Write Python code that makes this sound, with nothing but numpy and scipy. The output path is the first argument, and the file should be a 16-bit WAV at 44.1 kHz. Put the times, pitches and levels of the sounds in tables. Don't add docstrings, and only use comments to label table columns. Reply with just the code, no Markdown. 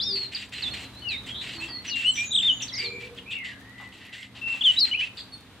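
import sys
import numpy as np
from scipy import signal
from scipy.fft import rfft, irfft
from scipy.io import wavfile
from scipy.ndimage import uniform_filter1d

SR = 44100
rng = np.random.default_rng(int(sys.argv[2]) if len(sys.argv) > 2 else 0)


def to_wav(sig):
    pcm = np.clip(np.atleast_2d(sig), -1, 1) * 32767
    pcm = np.round(pcm).astype(np.int16)
    wavfile.write(sys.argv[1], SR, pcm.T)


N = 246959
TIME = np.arange(N) / SR
TOP_HZ = 15750


def undb(db):
    return 10 ** (np.asarray(db) / 20)


def unit(x):
    return x / np.sqrt(np.mean(x ** 2))


def drift(rate_hz, size=N):
    step = max(int(SR / rate_hz), 1)
    stairs = np.repeat(rng.standard_normal(size // step + 1), step)
    return 1.45 * uniform_filter1d(stairs, step)[:size]


def gate(start_s, end_s, rise_s, fall_s):
    return (1 + np.tanh((TIME - start_s) / rise_s)) * (1 + np.tanh((end_s - TIME) / fall_s)) / 4


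def add(track, start_s, sound):
    i = max(int(start_s * SR), 0)
    track[i:i + len(sound)] += sound[:N - i]


def noise(spectrum, width):
    log_hz = np.log(np.fft.rfftfreq(N, 1 / SR) + 1)
    curves = np.transpose(spectrum), np.transpose(width)
    colour, spread = (undb(np.interp(log_hz, np.log(hz), db)) for hz, db in curves)
    mid, side = rfft(rng.standard_normal((2, N))) * colour
    return unit(irfft(np.array([mid + spread * side, mid - spread * side]), N))


def progress(length_s):
    return np.linspace(0, 1, int(length_s * SR))


def slide(length_s, start_hz, end_hz, curl, dip_hz):
    u = progress(length_s)
    return start_hz + (end_hz - start_hz) * u * (1 + curl) / (1 + curl * u) - dip_hz * np.sin(np.pi * u)


def bow(length_s, start, middle, end):
    return np.polyval(np.polyfit([0, .5, 1], [start, middle, end], 2), progress(length_s))


def voice_box(hz, db, waver, shimmer_db=1.3, edge_s=.002):
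    n = len(hz)
    phase = 2 * np.pi * np.cumsum(hz * (1 + waver * drift(450, n))) / SR
    rough_phase = phase + .5 * drift(1200, n)
    second = undb(-37) * np.sin(2 * rough_phase) * (2 * hz < TOP_HZ)
    third = undb(-50 + 18 * np.log2(hz / 3000)) * np.sin(3 * rough_phase) * (3 * hz < TOP_HZ)
    edges = signal.windows.tukey(n, min(2 * edge_s * SR / n, 1))
    return np.sqrt(2) * (np.sin(phase) + second + third) * edges * undb(db + shimmer_db * drift(200, n))


def note(hz, db, loudest_at, waver, swell_db=10, fade_db=7):
    u = np.linspace(0, 1, len(hz))
    crest = np.clip(loudest_at, .02, .98)
    below_crest_db = np.where(u < crest, swell_db, fade_db) * np.interp(u, [0, crest, 1], [1, 0, 1]) ** 1.3
    octaves_per_s = np.abs(np.gradient(np.log2(hz))) * SR
    rounding = int(0.062 * len(hz)) + 1
    hz, octaves_per_s = uniform_filter1d(np.array([hz, octaves_per_s]), rounding, mode="nearest")
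    thinning_db = 0.15 * (octaves_per_s - np.median(octaves_per_s))
    opening = np.sin(np.pi / 2 * np.clip(np.minimum(u / 0.059, (1 - u) / 0.063), 0, 1))
    return opening * voice_box(hz, db - below_crest_db - thinning_db, waver)


def sing(track, start_s, hz, db, loudest_at, left_db):
    sound = note(hz, db, loudest_at, waver=0.007)
    add(track[0], start_s, sound * undb(left_db / 2))
    add(track[1], start_s, sound * undb(-left_db / 2))


# start_s, length_s, lead_s, start_hz, turn_hz, end_hz, curl, dip_hz,
# level_db, loudest_at, left_db
HOOKED_CALLS = [(0, 0.28, 0.05, 4610, 5670, 4177, 2.47, -1.5, -29.5, 0.57, 1.5),
                (1.865, 0.072, .028, 6010, 5890, 3640, 1.37, -5, -40, 0.27, 2),
                (2.417, .122, .056, 3584, 3600, 3040, 0.32, 288, -17.5, 0.58, 1.5),
                (4.633, 0.082, 0.011, 3080, 3686, 2928, 4.2, 1, -12, 0.64, 2.5),
                (4.785, 0.074, 0.0126, 3820, 5720, 4080, 9, 0, -17, 0.4, 2)]

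def hooks():
    out = np.zeros((2, N))
    for start_s, length_s, lead_s, start_hz, turn_hz, end_hz, curl, dip_hz, *voice in HOOKED_CALLS:
        lead = start_hz + (turn_hz - start_hz) * progress(lead_s)
        fall = slide(length_s - lead_s, turn_hz, end_hz, curl, dip_hz)
        sing(out, start_s, np.append(lead, fall), *voice)
    return out


# start_s, length_s, start_hz, middle_hz, end_hz, level_db, loudest_at, left_db
WHISTLES_AND_OVERTONE = [(0, 0.043, 3320, 4370, 5380, -26, 0, 3),
                         (0.017, 0.11, 3360, 3663, 3480, -30, 0.55, 1),
                         (0.11, 0.071, 4230, 4210, 4130, -33.5, 1, -7),
                         (0.533, 0.056, 3800, 4150, 3830, -42, .55, -6),
                         (0.706, 0.06, 4300, 4250, 4100, -39.5, .4, -7),
                         (.93, 0.065, 3960, 4010, 4290, -46.5, 0.75, -3),
                         (1.018, .15, 3020, 2712, 1986, -33, 0.51, 7),
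                         (1.281, .05, 2940, 3270, 3270, -36.5, 0.32, -2),
                         (1.597, 0.052, 2480, 2653, 2680, -32.5, 1, 2),
                         (1.867, 0.22, 3006, 2746, 2660, -30.5, 0.45, 4.5),
                         (2.045, .07, 2717, 2970, 2996, -16, 0.76, 2.5),
                         (2.064, 0.07, 4290, 4250, 4220, -40, 0.2, 4),
                         (2.169, 0.085, 2360, 2384, 2480, -26.5, 0.2, -2.5),
                         (2.504, 0.12, 6750, 6740, 6920, -48.5, 0.27, 3),
                         (2.844, 0.024, 3840, 3620, 3000, -33.5, 0.56, 2),
                         (4.413, 0.15, 2672, 2709, 2645, -28.5, .5, 10),
                         (4.763, 0.036, 3570, 3960, 3780, -19.5, 0.74, -0.5),
                         (4.911, 0.03, 2910, 2964, 2990, -21, 0.68, 1),
                         (4.933, .031, 2240, 2514, 2910, -24, 0.7, 3),
                         (4.974, 0.04, 2945, 2940, 3030, -22.5, 1, -1),
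                         (5.008, 0.043, 2167, 2590, 2650, -25.5, 0.3, 2),
                         (5.32, 0.0375, 4410, 4410, 4230, -41.5, 0.55, -1),
                         (5.327, 0.037, 8820, 8760, 8830, -59, 0.3, 1)]

def whistles():
    out = np.zeros((2, N))
    for start_s, length_s, start_hz, middle_hz, end_hz, *voice in WHISTLES_AND_OVERTONE:
        sing(out, start_s, bow(length_s, start_hz, middle_hz, end_hz), *voice)
    return out


# left_delay_s, right_delay_s, gain_db
SURFACE_ECHOES = [(.0021, .0026, -18), (.0058, .0049, -19)]

def surface_echoes(voices):
    out = voices
    for *delays, db in SURFACE_ECHOES:
        echo = [np.interp(TIME - delay, TIME, side, left=0) for delay, side in zip(delays, voices)]
        out = out + undb(db) * np.array(echo)
    return out


def reverb(sound, ring_s, build_s, width):
    t = TIME[:SR]
    tail = np.exp(-np.log(1000) * t / ring_s) * (1 - np.exp(-t / build_s))
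    mid, side = rng.standard_normal((2, SR)) * tail
    response = unit(np.array([mid + width * side, mid - width * side])) / np.sqrt(SR)
    return signal.fftconvolve(sound[None], response, axes=1)[:, :N]


def cage_and_room(near, far):
    loudness = np.sqrt(np.abs(uniform_filter1d(near ** 2, size=1500))) + undb(-49)
    scattered = near * (loudness / undb(-25)) ** -.35
    off_wires = signal.sosfilt(signal.butter(2, 3500, "high", fs=SR, output="sos"), scattered)
    cage = reverb(undb(-6) * off_wires + undb(-4) * far, ring_s=.12, build_s=.002, width=1.5)
    room = reverb(undb(-10) * scattered + undb(-1.5) * far, ring_s=0.31, build_s=0.0041, width=0.91)
    return cage + room


# frequency_hz, relative_db
AIR_TONE = [(25, -26), (45, -9.5), (65, 1.5), (110, 3.5), (160, -4.5), (260, 1.5), (340, -6), (560, -10.5),
            (1200, -11.5), (2000, -13.5), (3800, -15.5), (5500, -27.5), (8000, -29), (12000, -32),
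            (15500, -44.5)]
# frequency_hz, side_minus_middle_db
AIR_WIDTH = [(25, -14), (60, -19), (125, -7.5), (250, -20.5), (600, -9), (1800, -14), (3500, 1),
             (12000, -1)]
# time_s, gain_db
AIR_SETTLING = [(0, 2), (2.2, 1.94), (2.9, 2), (4.0, 0.9), (4.8, -0.5), (5.4, -1.5)]
# pitch_hz, level_db
HUM_TONES = [(118, -58), (198, -60), (265, -60.5)]

def air_and_hum():
    settling = undb(np.interp(TIME, *np.transpose(AIR_SETTLING)))
    air = noise(AIR_TONE, AIR_WIDTH) * undb(-49.5 + 1.7 * drift(4.846))
    hum = 0
    for hz, db in HUM_TONES:
        hum += undb(db + 2.5 * drift(14)) * np.sin(2 * np.pi * hz * TIME + 0.58 * drift(6.9))
    return air * settling + hum * settling ** 2


def nibbles(count=70, decay_s=.006, band_hz=(900, 6000)):
    bursts = np.zeros(N)
    decay = np.exp(-TIME[:SR // 20] / decay_s)
    for when, chance in rng.uniform(0, 1, (count, 2)):
        db = -59 + 3 * min(-np.log(chance), 2)
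        add(bursts, when * TIME[-1], undb(db) * decay)
    band = signal.butter(1, band_hz, "band", fs=SR, output="sos")
    return bursts * unit(signal.sosfilt(band, rng.standard_normal(N)))


def twitter(count=16, until_s=2.9, typical_hz=3900, typical_s=.085):
    out = np.zeros(N)
    for k, (when, pitch, length, slope) in enumerate(rng.uniform(-1.1, 1, (count, 4))):
        start_s = (k + .5 + when / 2) * until_s / count
        arch = bow(typical_s * (1 + 0.48 * length), 0.951 + 0.063 * slope, 0.97, 0.951 - 0.063 * slope)
        hz = typical_hz * (1 + .15 * pitch) * arch
        add(out, start_s, note(hz, db=-51, loudest_at=0.64, waver=0.0147))
    return out


# start_s, length_s, pitch_hz, level_db
HOOTS_AND_THUD = [(0.09, 0.086, 381, -40.5), (1.547, 0.14, 329, -49), (2.81, 0.19, 388, -48.5),
                  (2.826, 0.41, 476, -50.5)]

def hoots_and_thud(blur_hz=55):
    out = np.zeros(N)
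    for start_s, length_s, hz, db in HOOTS_AND_THUD:
        phase = 2 * np.pi * hz * TIME
        blurred = drift(blur_hz) * np.sin(phase) + drift(blur_hz) * np.cos(phase)
        out += undb(db) * gate(start_s, start_s + length_s, rise_s=0.011, fall_s=0.14) * blurred
    return out


# start_s, end_s, rub_relative_db, hiss_relative_db
WING_RUSTLES = [(0.154, 0.267, -41.5, -60), (0.319, 0.446, -37, -56.5), (0.523, 0.702, -38, -57.5),
                (0.737, 0.854, -36, -56), (1.106, 1.153, -37.5, -60), (1.265, 1.309, -37.5, -56),
                (1.413, 1.57, -38.5, -57), (1.604, 1.677, -38, -54), (1.847, 1.897, -36, -57.5),
                (1.959, 2.072, -37.5, -51.5), (2.155, 2.252, -37.5, -49.5), (2.423, 2.49, -37.5, -54.5),
                (2.612, 2.661, -39, -48), (2.782, 2.864, -37, -57), (3.001, 3.064, -42, -66),
                (3.164, 3.195, -42.5, -63), (3.305, 3.355, -40, -56.5), (3.444, 3.522, -39, -60.5),
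                (3.778, 3.875, -52, -69), (3.922, 4, -48.5, -68), (4.01, 4.1, -48.5, -82),
                (4.127, 4.256, -42.5, -60.5), (4.35, 4.423, -45.5, -71), (4.476, 4.64, -43, -59.5),
                (4.658, 4.781, -39, -51), (4.849, 4.914, -38.5, -55.5), (4.992, 5.071, -36.5, -59),
                (5.167, 5.23, -51.5, -58)]
# frequency_hz, relative_db
RUB_TONE = [(300, -19.5), (1200, -23), (1600, -10.5), (1950, -1), (2330, -3.5), (2750, 4), (3300, -2.5),
            (4400, -8), (5300, -17), (9000, -29.5), (15000, -54)]
# frequency_hz, relative_db
HISS_TONE = [(3000, -33.5), (5200, -24.5), (5900, -2.5), (6400, -8.5), (7300, 6), (8300, 1), (9300, -12.5),
             (12500, -20.5), (15000, -15.5)]

def wings():
    rub, hiss = np.zeros((2, N))
    for start_s, end_s, rub_db, hiss_db in WING_RUSTLES:
        burst = gate(start_s, end_s, rise_s=.005, fall_s=0.033)
        rub += burst * undb(rub_db - 1)
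        hiss += burst * undb(hiss_db + 1)
    shafts = undb(1.45 * drift(60) + 1.36 * drift(700))
    blades = undb(1.45 * drift(60) + 2.0 * drift(700))
    narrow = [(1000, -19)]
    return shafts * rub * noise(RUB_TONE, narrow) + blades * hiss * noise(HISS_TONE, narrow)


# start_s, length_s, start_hz, end_hz, curl, dip_hz, level_db, loudest_at, left_db
FALLING_NOTES = [(.346, 0.032, 4950, 3150, 0, -220, -30, 0.1, -3),
                 (0.622, .072, 4880, 3556, 5, 217, -28, 0, -4),
                 (1.082, .118, 5430, 3935, 12.5, 333, -33, 0.06, -6.5),
                 (1.532, 0.082, 5050, 4260, 3, 39, -42.5, 0.9, -5),
                 (1.681, 0.12, 4960, 4355, 1.5, 116, -36, 0.74, -3),
                 (2.06, 0.079, 8550, 7300, 0, -130, -38, 0.8, -7),
                 (2.135, 0.094, 6180, 5790, 3.5, 37, -38, 0.34, 1),
                 (2.225, 0.1, 7100, 6910, 5, 232, -39, 0.54, 0),
                 (2.322, 0.11, 8380, 7260, -0.2, 3, -39.5, 0.44, -7),
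                 (2.68, 0.029, 4850, 3100, 1, 0, -38.5, 0.04, -3),
                 (2.724, 0.039, 6100, 4100, 0.6, 2, -34, 0.46, 1),
                 (2.75, 0.069, 6880, 4636, 2, 301, -31.5, .6, 0),
                 (2.834, 0.053, 4920, 4094, 2, -3, -30.5, 0.22, 0)]

def falling_notes():
    out = np.zeros((2, N))
    for start_s, length_s, start_hz, end_hz, curl, dip_hz, *voice in FALLING_NOTES:
        sing(out, start_s, slide(length_s, start_hz, end_hz, curl, dip_hz), *voice)
    return out


# start_s, length_s, start_hz, end_hz, swing_hz, swings_per_s, level_db
BUZZY_NOTES = [(1.344, 0.082, 3420, 3890, 326, 138, -37.5), (1.897, 0.054, 4800, 3530, 302, 115, -37.5),
               (2.155, 0.058, 3330, 3480, 328, 110, -39), (2.6, 0.046, 3116, 3280, 500, 51, -35.5),
               (2.62, 0.021, 6060, 5680, 352, 91, -34.5), (3.175, 0.021, 3400, 2956, 218, 92, -43),
               (3.311, 0.0265, 3417, 2990, 443, 99, -35.5), (4.846, 0.043, 3400, 1866, 413, 110, -42.5),
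               (5.171, 0.044, 4300, 3794, 700, 77, -39.5)]

def buzzes():
    out = np.zeros(N)
    for start_s, length_s, start_hz, end_hz, swing_hz, swings_per_s, db in BUZZY_NOTES:
        t = TIME[:int(length_s * SR)]
        glide = start_hz + (end_hz - start_hz) * t / length_s
        swing = swing_hz * np.cos(2 * np.pi * swings_per_s * t)
        add(out, start_s, voice_box(glide + swing, db, waver=0.016))
    return out


# start_s, level_db
PLATE_PECKS = [(1.582, -46), (1.686, -48), (2.83, -50.5), (3.8, -45.5), (4.348, -56), (4.47, -49),
               (4.538, -51.5), (4.611, -53.5)]

def pecks(band_hz=(600, 1500), decay_s=0.05):
    band = signal.butter(1, band_hz, "band", fs=SR, output="sos")
    scuff = unit(signal.sosfilt(np.vstack([band, band]), rng.standard_normal(N)))
    return scuff * sum(undb(db) * (TIME > start_s) * np.exp(-np.abs(TIME - start_s) / decay_s)
                       for start_s, db in PLATE_PECKS)


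# start_s, length_s, start_hz, middle_hz, end_hz, relative_db, loudest_at, waver_share
FAR_WHISTLES = [(1.618, 0.22, 1876, 1930, 2080, -52.5, 0.6, 0.0083),
                (2.717, .14, 2020, 2135, 2257, -39, 0.73, 0.027),
                (2.798, 0.27, 2318, 2348, 2320, -39, 0, 0.013),
                (2.86, 0.13, 7170, 7100, 7150, -63.5, 0.1, 0.007),
                (3.257, 0.1464, 2400, 2686, 2690, -37.5, 0.63, 0.0296),
                (3.34, 0.18, 2386, 2058, 1930, -39.5, .6, .036),
                (3.485, 0.114, 1855, 1652, 1695, -50, .3, 0.019),
                (3.605, 0.31, 1790, 1955, 2007, -48, 0.7, 0.021),
                (3.999, .27, 1905, 1994, 2075, -49.5, 0.7, .035),
                (5.32, 0.16, 3600, 3570, 3560, -63.5, 0, .005)]

def far_birds():
    out = np.zeros(N)
    for start_s, length_s, start_hz, middle_hz, end_hz, *voice in FAR_WHISTLES:
        add(out, start_s, note(bow(length_s, start_hz, middle_hz, end_hz), *voice))
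    return out


# start_s, length_s, top_hz, level_db, left_db
CHIP_NOTES = [(2.308, 0.034, 3910, -25.5, 1.5), (2.341, 0.027, 3810, -17.5, 0.5),
              (2.369, .026, 3635, -16.5, 3), (2.395, .019, 3460, -24.5, 0), (4.608, .021, 3410, -21, 2.5)]

def chips(top_at=.37, drop_share=.175):
    out = np.zeros((2, N))
    for start_s, length_s, top_hz, db, left_db in CHIP_NOTES:
        drop = np.sin(np.pi / 2 * (progress(length_s) - top_at) / (1 - top_at)) ** 2
        sing(out, start_s, top_hz * (1 - drop_share * drop), db, loudest_at=0.67, left_db=left_db)
    return out


def scene():
    near = falling_notes() + hooks() + whistles() + chips() + buzzes()
    far = far_birds() + twitter()
    song = surface_echoes(near) + undb(1) * far + cage_and_room(near.mean(axis=0), far)
    return song + wings() + pecks() + nibbles() + air_and_hum() + hoots_and_thud()


def record(dry):
    return signal.sosfilt(signal.ellip(10, .2, 80, TOP_HZ, fs=SR, output="sos"), dry)


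dry = scene()
out = record(dry)
to_wav(out)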